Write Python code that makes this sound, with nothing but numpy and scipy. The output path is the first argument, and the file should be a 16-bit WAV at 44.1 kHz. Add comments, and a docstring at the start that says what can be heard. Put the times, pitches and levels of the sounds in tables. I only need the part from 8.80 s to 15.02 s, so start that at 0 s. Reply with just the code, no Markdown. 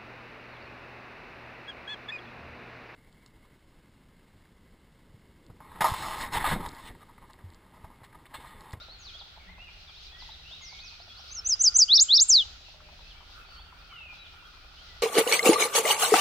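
"""A warbler close by sings one phrase: four arched notes growing louder, two rising zigzags, a long down-slur.
Its voice is one gliding sine with a weak octave, shadowed by faint high hiss; noise-tailed echoes are the wood.
Other birds call far off as short bent sines, and faint pats like drops on leaves are resonant noise bursts.
Below lie a low rumble with hiss, a thin distant trill and blurred birdsong of shaped noise, a sine drone,
and a faint low thump and a soft hum, also bent sines."""
import sys
import numpy as np
from scipy import signal
from scipy.fft import rfft, irfft
from scipy.io import wavfile
from scipy.ndimage import uniform_filter1d

SR = 44100
rng = np.random.default_rng(int(sys.argv[2]) if len(sys.argv) > 2 else 0)


def log_audio(samples):
    """Write samples as a 16-bit WAV file to the path given in sys.argv[1]."""
    # one column per channel
    frames = np.atleast_2d(samples).T
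    # limit to full scale, then quantise
    limited = np.clip(frames, -1, 1)
    pcm = np.round(limited * 32767).astype(np.int16)
    wavfile.write(sys.argv[1], SR, pcm)


N = 274302
T = np.arange(N) / SR  # time [s]


def undb(db):
    """Decibels to gain."""
    return 10 ** (np.asarray(db) / 20)


def curve(rows):
    """Rows (time, value) joined by straight lines."""
    return np.interp(T, *np.reshape(rows, (-1, 2)).T)


def walk(rate, size=N):
    """Smooth random wander of spread about 1, heading for `rate` new values a second."""
    k = max(2, int(SR / rate))
    held = np.repeat(rng.standard_normal(size // k + 2), k)
    return 1.28 * uniform_filter1d(uniform_filter1d(held, k), k)[:size]


def noise(colour, alike_hz):
    """Stereo noise of a given colour, mid rms 1; well below alike_hz both sides hear nearly the same."""
    f = np.arange(N // 2 + 1) * SR / N + 1e-3
    hz, db = np.transpose(colour)
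    shape = undb(np.interp(np.log(f), np.log(hz), db))
    mid, side = rfft(rng.standard_normal((2, N))) * shape
    mid = irfft(mid, N)
    side = irfft(side * f / (f + alike_hz), N)
    return np.array([mid + side, mid - side]) / mid.std()


def scatter(x, t60, rise_s, dull_hz):
    """Diffuse stereo echo: a noise tail that builds up, then dies away, with softened treble."""
    t = T[:int(1.6 * SR)]
    envelope = undb(-60 * t / t60) * (1 - np.exp(-t / rise_s))
    tail = rng.standard_normal((2, len(t))) * envelope
    tail /= np.sqrt(np.sum(tail ** 2, axis=1, keepdims=True))  # unit energy on each side
    tail = signal.sosfilt(signal.butter(2, dull_hz, fs=SR, output="sos"), tail)
    return signal.fftconvolve(x[None], tail, axes=1)[:, :N]


# Colour of the wood's steady air: (frequency [Hz], relative density [dB per Hz])
AIR_COLOUR = [(12, -28.5), (22, 3.5), (40, 1.5), (70, 0.5), (100, -8.5), (135, -18.5), (240, -21.5),
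              (519, -23.5), (788, -19), (985, -26), (1340, -21), (1820, -22), (3450, -22), (4550, -33),
              (7520, -43.5), (11400, -49), (15500, -43.5)]


def steady_air(level_db=-54, wander_db=0.91):
    """Low rumble and hiss: shaped noise whose level wanders gently."""
    return noise(AIR_COLOUR, alike_hz=260) * undb(level_db + wander_db * walk(7.7))


# Colour of the thin far trill: (frequency [Hz], relative level [dB])
TRILL_COLOUR = [(950, -25), (1220, -5.5), (1420, 1.5), (1550, -10.5), (1800, -37.5)]
# Swell of the trill, before its trim: (time [s], level [dB])
TRILL_SWELL = [(0, -63), (.3, -62.5), (.76, -70), (2.2, -67), (2.45, -59.5), (3.59, -62.5), (4.2, -85.5),
               (4.44, -61.5), (5.13, -58.5), (6.2, -59.5)]


def far_trill(trim_db=-2, flicker_db=2.9):
    """A thin far trill: a narrow band of noise that swells and flickers."""
    level = curve(TRILL_SWELL) + trim_db + flicker_db * walk(23)
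    return noise(TRILL_COLOUR, alike_hz=150.6) * undb(level)


# Colour of the blurred far birdsong: (frequency [Hz], relative level [dB])
BLUR_COLOUR = [(1700, -35), (2400, -7), (3300, -1), (4300, 0.5), (5500, -6), (7000, -21.5), (8500, -32.5)]
# Swell of the blurred chorus, before its trim: (time [s], level [dB])
BLUR_SWELL = [(0, -58), (.5, -63.5), (.8, -62.5), (1.3, -55), (2.1, -54.5), (2.6, -57), (3.8, -54.5),
              (4.5, -59), (5, -64.5), (5.5, -60), (6.2, -58.5)]


def blurred_chorus(trim_db=-1, flicker_db=2.9):
    """Far birdsong melted together: a broad treble band of noise that swells and flickers."""
    level = curve(BLUR_SWELL) + trim_db + flicker_db * walk(18)
    return noise(BLUR_COLOUR, alike_hz=299.6) * undb(level)


# Faint far-off drone, each tone wandering about: (frequency [Hz], rms level [dB])
DRONE_TONES = [(157, -72.5), (375, -81.5)]


def far_drone(waver=0.012, wander_db=2):
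    """Low sines drifting a little in pitch and level."""
    drone = np.zeros(N)
    for hz, db in DRONE_TONES:
        level = undb(db + wander_db * walk(4.8)) * np.sqrt(2)  # rms to peak
        pitch = hz * (1 + waver * walk(5.7))
        drone += level * np.sin(2 * np.pi * np.cumsum(pitch) / SR)
    return drone


def background():
    """The bed: steady air, far trill, blurred chorus and drone."""
    return steady_air() + far_trill() + blurred_chorus() + far_drone()


def whistles(calls, waver=0.0079):
    """Short sines, each bending through three pitches on a parabola."""
    out = np.zeros(N)
    for start, length, first, middle, last, db in calls:
        span = np.arange(max(0, int(start * SR)), min(N, int((start + length) * SR)))
        u = np.linspace(0, 1, len(span))
        bend = np.polyfit([0, .5, 1], [first, middle, last], 2)
        pitch = np.polyval(bend, u) * (1 + waver * walk(250, len(span)))
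        swell = np.sqrt(np.abs(np.sin(np.pi * u)))
        out[span] += undb(db) * swell * np.sin(2 * np.pi * np.cumsum(pitch) / SR)
    return out


def twitter(count=70, low_hz=2300, high_hz=4700, bend=.25, top_db=-54, spread_db=7, follow=.25):
    """Chance chirps of the farthest birds as whistle rows; low ones are flatter and longer."""
    when, height, slope, arch, weak = rng.random((count, 5)).T
    start = when * (T[-1] - .1)
    length = .09 - .05 * height
    hz = low_hz * (high_hz / low_hz) ** height
    glide = bend * (2 * slope - 1) * (.2 + height)
    middle = hz * (1 + bend * height * (arch - .5))
    # the chirps partly follow the swell of the chorus
    chorus = curve(BLUR_SWELL)
    db = top_db - spread_db * weak + follow * np.interp(start, T, chorus - chorus.mean())
    return np.transpose([start, length, hz * (1 - glide), middle, hz * (1 + glide), db])


# Clearest slurs of distant birds, levels before the direct and echo trims:
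# (time [s], length [s], start pitch [Hz], middle pitch [Hz], end pitch [Hz], level [dB])
FAR_CALLS = [ (0, 0.037, 3544, 3950, 4650, -43.5), (.08, 0.068, 3400, 4290, 4390, -45.5),
             (.185, 0.075, 7200, 6120, 5040, -53), (.245, 0.064, 4900, 3844, 2940, -42.5),
             (.335, 0.044, 3300, 3310, 3800, -44.5), (.385, 0.041, 5220, 3910, 3050, -43),
             (.59, 0.0636, 2550, 2175, 2250, -54.5), (.67, 0.062, 1800, 2073, 2130, -48.5),
             (.775, 0.086, 2455, 2800, 2810, -46), (.86, 0.043, 2786, 2460, 2360, -47.5),
             (1.065, 0.048, 4030, 3410, 3070, -48.5), (1.14, .07, 3070, 3870, 4650, -49.5),
             (1.245, 0.052, 5100, 3990, 3040, -47.5), (1.315, 0.05, 3170, 3430, 3000, -46),
             (1.32, 0.14, 1870, 1950, 2110, -53.5), (1.385, .06, 5600, 4170, 3130, -46.5),
             (1.495, 0.059, 2960, 3975, 3140, -43.5), (1.64, .07, 2450, 2840, 3060, -49),
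             (1.705, .055, 3007, 3680, 3800, -41), (1.815, 0.032, 2210, 2116, 2120, -45),
             (1.815, .11, 6960, 5360, 3990, -45), (1.9, 0.092, 2220, 2216, 2280, -52),
             (1.92, .035, 5180, 3900, 3100, -48), (1.98, 0.045, 2890, 3900, 4807, -43),
             (2.01, 0.069, 2520, 2513, 2540, -47), (2.035, 0.073, 6520, 5000, 3842, -46.5),
             (2.19, 0.053, 3740, 4520, 5830, -48), (2.285, .05, 3560, 3310, 3530, -49),
             (2.35, 0.062, 3630, 4750, 6140, -47.5), (2.475, 0.054, 5800, 4460, 3660, -46.5),
             (4.3, 0.031, 3700, 3165, 2800, -48), (4.66, 0.18, 4520, 4497, 4480, -53.5),
             (4.76, .06, 2955, 3204, 3700, -52), (5.09, .08, 2455, 2160, 2000, -54),
             (5.09, 0.27, 3240, 2622, 2380, -44.5), (5.375, 0.063, 3950, 3890, 3910, -51.5),
             (5.445, .035, 3910, 3310, 2900, -48.5), (5.64, 0.039, 3000, 3306, 3050, -53.5),
             (5.96, 0.072, 2743, 3110, 3300, -52), (6.06, .12, 2140, 1970, 1950, -57)]
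# A faint low thump and a soft hum, levels before the same trims:
# (time [s], length [s], start pitch [Hz], middle pitch [Hz], end pitch [Hz], level [dB])
LOW_SOUNDS = [(.66, 0.077, 191, 179.5, 167, -55.5), (3.93, 0.383, 624, 597, 587, -64)]


def far_sounds(direct_db=-2.5, blur_db=-6, echo_db=-3):
    """Distant calls and low sounds in the centre, chirps on either side, blurred by the trees between."""
    calls = whistles(FAR_CALLS) + whistles(LOW_SOUNDS)
    chirps = np.array([whistles(twitter()) for side in range(2)])
    both = calls + chirps.mean(axis=0)
    blur = scatter(both, t60=0.13, rise_s=0.0013, dull_hz=7500)
    echo = scatter(both, t60=1.0, rise_s=0.017, dull_hz=6580)
    return undb(direct_db) * calls + chirps + undb(blur_db) * blur + undb(echo_db) * echo


def patter(count=80, top_db=-50.5, spread_db=7, low_hz=630, high_hz=1100):
    """A loose, steady drip of softer pats, one at random in each time slot, rather more of them low."""
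    when, weak, height = rng.random((count, 3)).T
    start = (np.arange(count) + when) / count * T[-1]
    hz = low_hz * (high_hz / low_hz) ** height ** 1.19
    return np.transpose([start, top_db - spread_db * weak, hz])


# Clearest pats on the leaves, levels before the trim: (time [s], peak level [dB], pitch [Hz])
CLEAR_PATS = [(.082, -46, 670), (.41, -47, 766), (.571, -46.5, 816), (.779, -50, 740), (1.421, -45, 970),
              (1.487, -46, 880), (1.925, -46.5, 810), (2.198, -46, 740), (2.391, -47, 730),
              (2.753, -51, 845), (2.972, -48.5, 1132), (4.001, -48.5, 1274), (4.085, -50, 920),
              (4.405, -48, 880), (4.79, -48.5, 780), (4.922, -46, 1039), (5.124, -45, 1235),
              (5.326, -49, 785)]


def pats(trim_db=1, decay_s=0.0063, rise_s=.002, width_hz=400, echo_db=-10, low_hz=560):
    """Each pat is a brief dull rustle: a noise burst in a damped leaf resonance, with no bass."""
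    out, t = np.zeros(N + SR), T[:SR // 10]
    no_bass = signal.butter(4, low_hz, "high", fs=SR, output="sos")
    envelope = np.exp(-t / decay_s) * (1 - np.exp(-t / rise_s))
    for start, db, hz in [*CLEAR_PATS, *patter()]:
        burst = rng.standard_normal(len(t)) * envelope
        leaf = signal.iirpeak(hz, hz / width_hz, fs=SR)
        rung = signal.lfilter(*leaf, signal.lfilter(*leaf, burst))  # two passes, narrower than one
        pat = signal.sosfilt(no_bass, rung)
        i = max(0, int(start * SR))
        out[i:i + len(t)] += undb(db + trim_db) * pat / np.abs(pat).max()
    dry_pats = out[:N]
    return dry_pats + undb(echo_db) * scatter(dry_pats, t60=0.22, rise_s=0.0045, dull_hz=3000)


# Echoes from nearby leaves and twigs: (delay to the left [s], delay to the right [s], level [dB])
TWIGS = [(.0006, 0.0012, -22.5), (.0027, .0019, -23), (.0058, .0071, -12)]


def foliage(song, near_db=-22, leaves_db=-23, wood_db=-30, glint_db=6):
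    """The direct song, a few close reflections, a spray from the leaves and the long answer of the wood."""
    close = np.zeros((2, N))
    for *lags, db in TWIGS:
        close += undb(db) * np.array([np.roll(song, int(lag * SR)) for lag in lags])
    # the raised bill beams the highest pitches up into the leaves, which throw them back
    glint_band = signal.butter(2, [7200, 10000], "band", fs=SR, output="sos")
    glint = signal.sosfiltfilt(glint_band, song)
    near = scatter(song + undb(glint_db) * glint, t60=0.2, rise_s=0.0055, dull_hz=12110)
    leaves = scatter(song, t60=0.41, rise_s=0.0036, dull_hz=10200)
    wood = scatter(song, t60=1.1, rise_s=0.02, dull_hz=6020)
    return song + close + undb(near_db) * near + undb(leaves_db) * leaves + undb(wood_db) * wood


def following_hiss(song, hiss_db=-54, low_hz=9500):
    """Faint high hiss that rises and falls with the song."""
    treble = signal.butter(2, low_hz, "high", fs=SR, output="sos")
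    hiss = signal.sosfilt(treble, rng.standard_normal(N))
    return undb(hiss_db) * hiss * uniform_filter1d(np.abs(song), size=200)


# The three syllables at full voice, timed from their own zero point.
# Arch, a short lead-in, a flick upward where the voice thins, then a loud fall:
# (time [s], pitch [Hz], level [dB])
ARCH = [(-.036, 5820, -24), (-.024, 6080, -11), (-.017, 6050, -4.5), (-.010, 6430, -1.5), (-.005, 7100, -8),
        (0, 9290, -27), (.007, 7450, -8.5), (0.015, 6560, -1), (.029, 5720, -4), (.044, 5100, -1),
        (.056, 4683, -0.5), (.061, 4714, -5), (.066, 4756, -18)]
# Zigzag, a slow climb, a quick dip and a leap to the top: (time [s], pitch [Hz], level [dB])
ZIGZAG = [(-.084, 2890, -28), (-.070, 3230, -12), (-.053, 3586, -4), (-.027, 4270, 1), (-.013, 4914, -1),
          (-.005, 5530, -3), (.001, 5660, 0), (.007, 5020, 0), (.014, 3855, -4.5), (.0205, 3460, -10.5),
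          (.027, 3940, -3.5), (.034, 4850, 0), (.040, 6040, -8.5), (.046, 6400, 1), (.055, 6860, 0),
          (0.066, 7477, -1.5), (.071, 7170, -26.5)]
# Down-slur, dropping steeply, then ever more slowly as it fades: (time [s], pitch [Hz], level [dB])
SLUR = [(-.005, 8840, -36.5), (0, 9000, -23), (.008, 7610, -6), (.021, 6375, 0.5), (.036, 5715, -3),
        (.051, 5080, 0), (.066, 4590, -1.5), (0.082, 4120, -0.5), (.121, 3385, -8.5), (.141, 3020, -16.5),
        (.154, 2820, -35)]
# The phrase: (time of the syllable's zero point [s], syllable, level [dB])
PHRASE = [(2.538, ARCH, -29.5), (2.682, ARCH, -17), (2.828, ARCH, -12), (2.977, ARCH, -10),
          (3.165, ZIGZAG, -11), (3.366, ZIGZAG, -11.5), (3.484, SLUR, -11)]
# Below full voice a syllable sweeps a narrower range about its middle pitch, and its high part thins;
# above full voice the reverse.
FULL_DB, MIDDLE_HZ, NARROWING_PER_DB = -11, 6300, 0.023
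THIN_FROM_HZ, THINNING_PER_OCTAVE = 4750, 0.6  # thinning [dB per octave, per dB below full voice]


def warbler(waver=0.0056, flutter_db=1.06, octave_db=-47, bill_hz=9700, bill_width_hz=700, leak_db=-63):
    """One gliding whistle per syllable, with a slight tremor and a very weak octave."""
    out = np.zeros(N)
    for when, syllable, level_db in PHRASE:
        s, hz, db = np.transpose(sorted(syllable))
        held_back = FULL_DB - level_db
        s = when + s
        hz = MIDDLE_HZ * (hz / MIDDLE_HZ) ** (1 - NARROWING_PER_DB * held_back)
        db = level_db + db - THINNING_PER_OCTAVE * held_back * np.log2(hz / THIN_FROM_HZ)
        span = np.arange(int(s[0] * SR), int(s[-1] * SR))
        t = T[span]
        # the syrinx cannot turn instantly, so corners of the glide are rounded
        glide = uniform_filter1d(np.interp(t, s, hz), size=130)
        pitch = glide * (1 + waver * walk(700, len(span)))
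        loud = undb(np.interp(t, s, db) + flutter_db * walk(430, len(span)))
        to_edge = np.minimum(t - s[0], s[-1] - t)
        fades = np.sin(np.pi / 2 * np.clip(to_edge / .002, 0, 1)) ** 2
        phase = 2 * np.pi * np.cumsum(pitch) / SR
        # the octave escapes mostly near a resonance of the bill
        resonance = 1 / (1 + ((2 * pitch - bill_hz) / bill_width_hz) ** 2)
        octave = undb(leak_db) + undb(octave_db) * resonance
        out[span] += loud * fades * (np.sin(phase) + octave * np.sin(2 * phase))
    return out


def scene():
    """The singer in front, the wood all round."""
    song = warbler()
    return background() + far_sounds() + pats() + foliage(song) + following_hiss(song)


def record(dry, top_hz=15800):
    """The recorder cuts the top with a steep elliptic low-pass."""
    top_cut = signal.ellip(10, .1, 70, top_hz, fs=SR, output="sos")
    return signal.sosfilt(top_cut, dry)


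dry = scene()
out = record(dry)
log_audio(out)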